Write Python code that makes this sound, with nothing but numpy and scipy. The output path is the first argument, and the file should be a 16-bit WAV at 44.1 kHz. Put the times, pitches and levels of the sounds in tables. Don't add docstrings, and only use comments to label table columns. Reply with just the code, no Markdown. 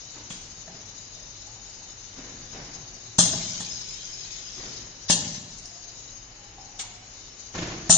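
import sys
import numpy as np
from scipy import signal
from scipy.fft import rfft, irfft, next_fast_len
from scipy.io import wavfile
from scipy.ndimage import uniform_filter1d

SR = 44100
rng = np.random.default_rng(int(sys.argv[2]) if len(sys.argv) > 2 else 0)


def store_wav(level_fs):
    pcm = np.round(np.clip(np.atleast_2d(level_fs), -1, 1) * 32767)
    wavfile.write(sys.argv[1], SR, pcm.T.astype(np.int16))


N = 351477
TIME = np.arange(N) / SR

# (time [s], clatter [dB], boom [dB], thud [dB])
BLOWS = [(0.304, -43.5, -53, -32), (.678, -47, -48, -39), (3.1866, -23.5, -29, -13.5),
         (3.334, -32, -42, -40), (3.603, -35, -44, -31), (5.099, -27.5, -30.5, -12.5),
         (5.219, -37, -56, -49), (7.551, -37.5, -49, -27.5), (7.578, -33.5, -41.5, -36),
         (7.62, -37.5, -41, -32), (7.673, -38, -50, -40), (7.8965, -24.5, -25, -13)]
# (frequency [Hz], likeness [1 = the same])
LIKENESS = [(150, 1), (350, 0.95), (700, 0.52), (1300, -0.059), (3000, 0.1), (4600, -0.022), (7000, 0.13)]


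def valves(sputter_db=1.52):
    # (time [s], level [dB], rise [s], t60 [s], sizzle compared with the blast [dB])
    exhausts = [(0.295, -39.5, 0.0089, 0.58, -16.5), (3.182, -9.5, 0.0087, 0.27, -9.5),
                (3.595, -32, 0.013, 0.19, -11), (5.096, -15.5, 0.011, 0.12, -6),
                (5.114, -21, 0.0089, 0.22, -13), (6.788, -28.5, 0.0072, 0.18, -10),
                (7.892, -10, 0.018, 0.25, -10)]
    # (frequency [Hz], level [dB])
    exhaust_colour = [(600, -22.5), (1700, -14.5), (2300, -34.5), (2800, -5), (4200, -5), (4800, -6),
                      (5500, -0.5), (6400, 2), (7200, 3), (7700, -23), (8400, -57)]
    # (pitch [Hz], width [Hz], level [dB])
    port_rings = [(4305, 37, -19), (5933, 73, -11), (6100, 120, -17), (6540, 200, -5)]
    # (frequency [Hz], level [dB])
    sizzle_colour = [(6800, -43.5), (7500, 8.5), (8150, -6.5), (8600, 6.5), (9550, -12.5), (9800, -47.5)]
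    blast = sum(burst(start, db, rise, t60) for start, db, rise, t60, _ in exhausts)
    sizzle = sum(burst(start, db + extra_db, rise, t60) for start, db, rise, t60, extra_db in exhausts)
    hiss = bench_echoes(jet(exhaust_colour, port_rings, direct=0.13), strength=0.95, reach_s=0.008)
    spray = noise(sizzle_colour, direct=1.0)
    hiss, spray = (shimmer(x, depth_db=5.5, span_s=0.2, width_hz=66) for x in (hiss, spray))
    air = blast * hiss + sizzle * spray + rattle(blast)
    return from_db(sputter_db * drift(0.0022)) * beamed(air, left_db=5.0, above_hz=5100)


def rattle(blast, hits_per_s=150, width_hz=9):
    # (pitch [Hz], level [dB])
    fittings = [(2790, -15), (3850, -4), (4296, -1), (6126, 2.5), (6286, 0), (6702, 1.5), (7068, 0.5)]
    hits = blast * (rng.random(N) < hits_per_s / SR) * np.sqrt(SR / hits_per_s)
    ringing = sum(from_db(db) * ring(hits * rng.standard_normal((2, N)) + 1e-18, hz, width_hz)
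                  for hz, db in fittings)
    return from_db(-17) * ringing * np.sqrt(SR / (np.pi * width_hz))


def frame():
    # (frequency [Hz], level [dB])
    clatter_colour = [(50, -19), (100, 6), (190, -1.5), (380, -3.5), (490, -7), (660, -31), (1000, -5),
                      (1500, -14.5), (1800, -1.5), (2200, -29.5), (4000, -29), (7000, -5.5), (8500, -45)]
    # (pitch [Hz], level [dB], t60 [s])
    housing_notes = [(132.8, -1, 0.16), (152, -7.5, 0.13), (178, 0, 0.2), (230, -4.5, 0.071),
                     (257.6, -6.5, 0.091), (593, -5, 0.13), (655, 2, 0.08), (818, -11, 0.25),
                     (1787, -7.5, 0.038)]
    times, _, boom_db, _ = np.transpose(BLOWS)
    shaking = sum(burst(start, db, rise=0.00033, t60=0.085) for start, db, _, _ in BLOWS)
    clatter = shaking * noise(clatter_colour, direct=0.89)
    boom = from_db(0.5) * strike(times, boom_db, housing_notes, scatter_db=4.5)
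    return thuds() + clatter + boom


def thuds(contact_s=0.00034, rebound_s=0.0012):
    # (pitch [Hz], width [Hz], level [dB])
    frame_notes = [(169, 176, 8.5), (785, 1150, 1)]
    # (delay [s], level [dB])
    wall_echoes = [(.135, -14.5), (.17, -16), (0.278, -16.5)]
    force = sum(from_db(db) * np.exp(-np.minimum(((TIME - start - lag) / contact_s) ** 2, 20))
                for start, _, _, db in BLOWS for lag in (0, rebound_s))
    thud = sum(from_db(db) * ring_twice(force, hz, width) for hz, width, db in frame_notes)
    dull = signal.sosfilt(signal.butter(2, 300, fs=SR, output="sos"), thud)
    echoes = sum(from_db(db) * np.interp(TIME - delay, TIME, dull, left=0) for delay, db in wall_echoes)
    return thud + echoes


def cylinder_vent(rise_s=0.023, stop_t60_s=0.37):
    # (start [s], length [s], travel hiss [dB], surge [dB], surge t60 [s])
    strokes = [(3.19, 1.576, -42, -30, 3.03), (5.081, 0.27, -37.5, -19.5, 0.1)]
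    # (frequency [Hz], level [dB])
    vent_colour = [(800, -11), (1800, -4.5), (3000, 0.5), (3300, 3), (3600, 7), (4400, 5), (5200, 5),
                   (5900, 4), (6400, 10), (7000, 2.5), (7220, 7), (7700, -48.5)]
    # (pitch [Hz], width [Hz], level [dB])
    throttle_rings = [(5250, 380, -4.5), (6170, 100, -10), (6510, 150, -15.5)]
    flow = 0
    for start, length, travel_db, surge_db, surge_t60 in strokes:
        travel = from_db(travel_db) * np.clip((TIME - start) / rise_s, 0, 1)
        surge = burst(start, surge_db, rise_s, surge_t60)
        moving = from_db(-60 * np.clip((TIME - start - length) / stop_t60_s, 0, 10))
        flow += moving * np.hypot(travel, surge)
    hiss = bench_echoes(jet(vent_colour, throttle_rings), strength=0.78, reach_s=0.012)
    hiss = shimmer(hiss, depth_db=5.0, span_s=0.035, width_hz=80)
    return flow * from_db(1.3 * drift(0.004)) * beamed(hiss, left_db=7.0, above_hz=4720)


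def handling():
    # (time [s], level [dB], rise [s], hollow pitch [Hz])
    scuffs = [(.1, -51, 0.065, 280), (0.668, -53, 0.032, 383), (2.101, -45, 0.13, 250),
              (2.518, -44, 0.019, 710), (4.55, -43.5, 0.045, 360), (7.538, -34, 0.018, 318)]
    # (frequency [Hz], level [dB])
    rub_colour = [(60, -4.5), (130, 0), (270, -6.5), (480, -9.5), (700, -10.5), (1100, -12.5),
                  (2000, -12.5), (3500, -18), (7000, -18), (7600, -62.5)]
    # (time [s], pitch [Hz], level [dB])
    taps = [(.16, 920, -54), (0.677, 810, -52.5), (1.16, 590, -54), (1.47, 830, -52), (1.559, 784, -55),
            (1.809, 880, -55.5), (5.584, 5700, -38), (5.655, 5430, -38), (6.581, 790, -49),
            (6.68, 800, -55), (6.797, 790, -50), (6.798, 2180, -45.5), (6.832, 885, -51.5)]
    # (time [s], level [dB])
    clacks = [(0.303, -39.5), (6.793, -37.5), (7.582, -36), (7.62, -41)]
    # (frequency [Hz], level [dB])
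    clack_colour = [(500, -7), (1300, -2.5), (3500, 4.5), (7000, -23), (8000, -53)]
    contact = rng.standard_normal(N)
    sliding, hollow, tapping = 0, 0, 0
    for start, db, rise, hz in scuffs:
        push = burst(start, db, rise, t60=1.31)
        sliding += push
        hollow += push * rms_one(ring_twice(contact, hz, width=0.38 * hz))
    rubbing = sliding * noise(rub_colour, direct=0.088) + from_db(-8.5) * hollow
    rubbing *= from_db(2.3 * drift(0.012))
    for start, hz, db in taps:
        t60 = min(240 / hz, 0.26)
        note = rms_one(ring(contact, hz, width=0.083 * hz))
        tapping += burst(start, db, rise=0.0023, t60=t60) * note
    clacking = sum(burst(start, db, rise=0.0031, t60=0.16) for start, db in clacks) * noise(clack_colour)
    return rubbing + tapping + clacking


def air_leak(level_db=-45.5):
    # (from [s], until [s], time to move in or out [s], loss [dB])
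    start, end, move_s, loss_db = (6.08, 7.25, 0.22, 3.8)
    # (frequency [Hz], level [dB])
    leak_colour = [(1500, -21.5), (2600, -29), (3000, -4.5), (3400, -10), (3700, 0), (4500, -3),
                   (4850, 3.5), (5500, 1.5), (5730, -12.5), (5850, 0.5), (6500, 2.5), (7050, 2),
                   (7450, -41), (10000, -40)]
    # (pitch [Hz], width [Hz], level [dB])
    leak_rings = [(4850, 140, -21.5), (5080, 150, -15), (5820, 74, -13.5), (6470, 42, -14.5)]
    blocked = fade_in_out(start, end, move_s)
    hiss = bench_echoes(jet(leak_colour, leak_rings), strength=0.99, reach_s=0.016)
    hiss = shimmer(hiss, depth_db=3.5, span_s=0.04, width_hz=60)
    flutter_db = 0.99 * drift(0.0184)
    return from_db(level_db - loss_db * blocked + flutter_db) * beamed(hiss, left_db=12.0, above_hz=5240)


def far_whine(waver_hz=9.3, flicker_db=1.0):
    # (start [s], length [s], pitch [Hz], bend [Hz], level [dB])
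    whines = [(5.622, 0.22, 673, 36.5, -55.5), (6.28, 0.22, 790, 29.5, -56),
              (6.515, 0.554, 773, -46.5, -54)]
    waver, out = waver_hz * drift(0.0129), 0
    for start, length, hz, bend_hz, db in whines:
        arc = np.abs(np.sin(np.pi * np.clip((TIME - start) / length, 0, 1)))
        out += from_db(db) * np.sqrt(arc) * sine(hz + bend_hz * arc + waver)
    return out * from_db(flicker_db * drift(0.044))


def hum():
    # (pitch [Hz], level [dB])
    motor = [(96.9, -69.5), (113, -65)]
    # (pitch [Hz], level [dB])
    drone = [(150.7, -61), (371.4, -66.5)]
    # (from [s], until [s], fade [s])
    start, end, fade_s = (2.53, 4.5, 0.1)
    return tones(motor) + fade_in_out(start, end, fade_s) * tones(drone)


def shop_rumble():
    # (frequency [Hz], level [dB])
    rumble_colour = [(12, -29), (22, 0), (48, 3), (70, -11), (103, 0), (173, -10), (293, -10.5),
                     (418, -12.5), (784, -13), (988, -15), (2820, -15.5), (3000, -12), (3900, -41),
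                     (6600, -120)]
    return from_db(-50.5) * noise(rumble_colour)


def room_echo(x, build_cycles=5.0):
    # (frequency [Hz], t60 [s])
    room_t60 = [(150, 1.0), (700, 1), (3000, 1), (6800, 1), (8500, 0.21)]
    age, hz = TIME[:SR], np.arange(SR // 2 + 1)
    mid, side = rfft(rng.standard_normal((2, SR)))
    spectrum = stereo(mid, side, at_hz(LIKENESS, hz))
    edges_hz, tail = np.geomspace(40, 12000, 16), 0
    for low, high in zip(edges_hz, edges_hz[1:]):
        centre = np.sqrt(low * high)
        build = 1 - np.exp(-age * centre / build_cycles)
        shape = build * from_db(-60 * age / at_hz(room_t60, centre))
        band = irfft(spectrum * ((hz >= low) & (hz < high)), SR)
        tail += band * shape / np.sqrt(2 * np.sum(shape ** 2))
    return signal.fftconvolve(x, tail, axes=1)[:, :N]


def jet(colour, rings, direct=0):
    flow = noise([(100, 0), (10000, 0)], direct)
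    whistles = sum(from_db(db) * rms_one(ring_twice(flow, hz, 2 * width)) for hz, width, db in rings)
    return rms_one(noise(colour, direct) + whistles)


def bench_echoes(x, strength, reach_s, count=10):
    out = x.copy()
    for side in range(2):
        for place, sign in zip(rng.random(count), rng.choice([-1, 1], count)):
            lag = 1 + int(place * reach_s * SR)
            out[side, lag:] += sign * strength / np.sqrt(count) * x[side, :-lag]
    return out / np.sqrt(1 + strength ** 2)


def shimmer(x, depth_db, span_s, width_hz, size=1024):
    _, _, bands = signal.stft(x, nperseg=size)
    swell = rng.standard_normal(bands.shape[1:])
    for axis, cells in enumerate((width_hz * size / SR, 2 * span_s * SR / size)):
        swell = signal.lfilter([1], [1, -np.exp(-1 / cells)], swell, axis=axis)
    gain = from_db(depth_db * np.clip(rms_one(swell), -2, 2))
    _, hiss = signal.istft(bands * gain, nperseg=size)
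    return rms_one(hiss[:, :N])


def beamed(x, left_db, above_hz):
    size = next_fast_len(N)
    hz = np.arange(size // 2 + 1) * SR / size
    treble = 1 / (1 + (above_hz / (hz + 1)) ** 20)
    gain = from_db(np.array([[left_db], [-left_db]]) / 2 * treble)
    return irfft(rfft(x, size) * gain, size)[:, :N]


def strike(times, levels_db, notes, scatter_db):
    out = np.zeros(N)
    scatter = scatter_db * rng.standard_normal((len(times), len(notes)))
    strengths = from_db(levels_db[:, None] + scatter)
    for k, (hz, db, t60) in enumerate(notes):
        clicks = np.full(N, 1e-18)
        clicks[(times * SR).astype(int)] = strengths[:, k] * from_db(db) * (-1) ** k
        decay, angle = from_db(-60 / (t60 * SR)), 2 * np.pi * hz / SR
        out += signal.lfilter([0, np.sin(angle)], [1, -2 * decay * np.cos(angle), decay ** 2], clicks)
    return out


def ring(x, hz, width):
    decay, angle = np.exp(-np.pi * width / SR), 2 * np.pi * hz / SR
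    feed = np.array([1, 0, -1]) * (1 - decay ** 2) / 2
    return signal.lfilter(feed, [1, -2 * decay * np.cos(angle), decay ** 2], x)


def ring_twice(x, hz, width):
    return ring(ring(x, hz, width), hz, width)


def tones(table, waver_hz=0.93, flutter_db=3.0):
    return sum(from_db(db + flutter_db * drift(0.15)) * np.sqrt(2) * sine(hz + waver_hz * drift(0.11))
               for hz, db in table)


def sine(hz):
    return np.sin(2 * np.pi * np.cumsum(hz) / SR)


def noise(colour, direct=0):
    size = next_fast_len(N)
    hz = np.arange(size // 2 + 1) * SR / size
    mid, side = rfft(rng.standard_normal((2, size))) * from_db(at_hz(colour, hz))
    alike = direct + (1 - direct) * at_hz(LIKENESS, hz)
    return rms_one(irfft(stereo(mid, side, alike), size)[:, :N])


def stereo(mid, side, alike):
    alike = np.clip(alike, -1, 1)
    return np.sqrt(1 + alike) * mid + np.sqrt(1 - alike) * side * [[1], [-1]]


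def burst(start, level_db, rise, t60):
    out = np.zeros(N)
    sounding = slice(max(0, int(start * SR)), int((start + rise + 2 * t60) * SR))
    age = TIME[sounding] - start
    fade_db = 60 * np.maximum(age - rise, 0) / t60
    out[sounding] = np.clip(age / rise, 0, 1) * from_db(level_db - fade_db)
    return out


def fade_in_out(start, end, fade_s):
    return np.clip(np.minimum(TIME - start, end - TIME) / fade_s, 0, 1)


def drift(span_s):
    size = max(2, int(span_s * SR))
    return rms_one(uniform_filter1d(uniform_filter1d(rng.standard_normal(N), size), size))


def at_hz(points, hz):
    table_hz, values = np.transpose(points)
    return np.interp(np.log(hz + 1e-9), np.log(table_hz), values)


def from_db(db):
    return 10 ** (np.asarray(db) / 20)


def rms_one(x):
    return x / np.sqrt(np.mean(x ** 2) + 1e-20)


def scene():
    air, blows, hands = valves(), frame(), handling()
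    room = room_echo(from_db(-8) * air + from_db(-3) * blows + from_db(-2) * hands + far_whine())
    rumble = shop_rumble()
    return air + blows + hands + room + air_leak() + cylinder_vent() + hum() + rumble


def record(dry):
    ceiling, cutoff_hz = 0.72, 9800
    rounded = dry / (1 + (dry / ceiling) ** 8) ** (1 / 8)
    return signal.sosfilt(signal.ellip(10, 0.1, 90, cutoff_hz, fs=SR, output="sos"), rounded)


dry = scene()
out = record(dry)
store_wav(out)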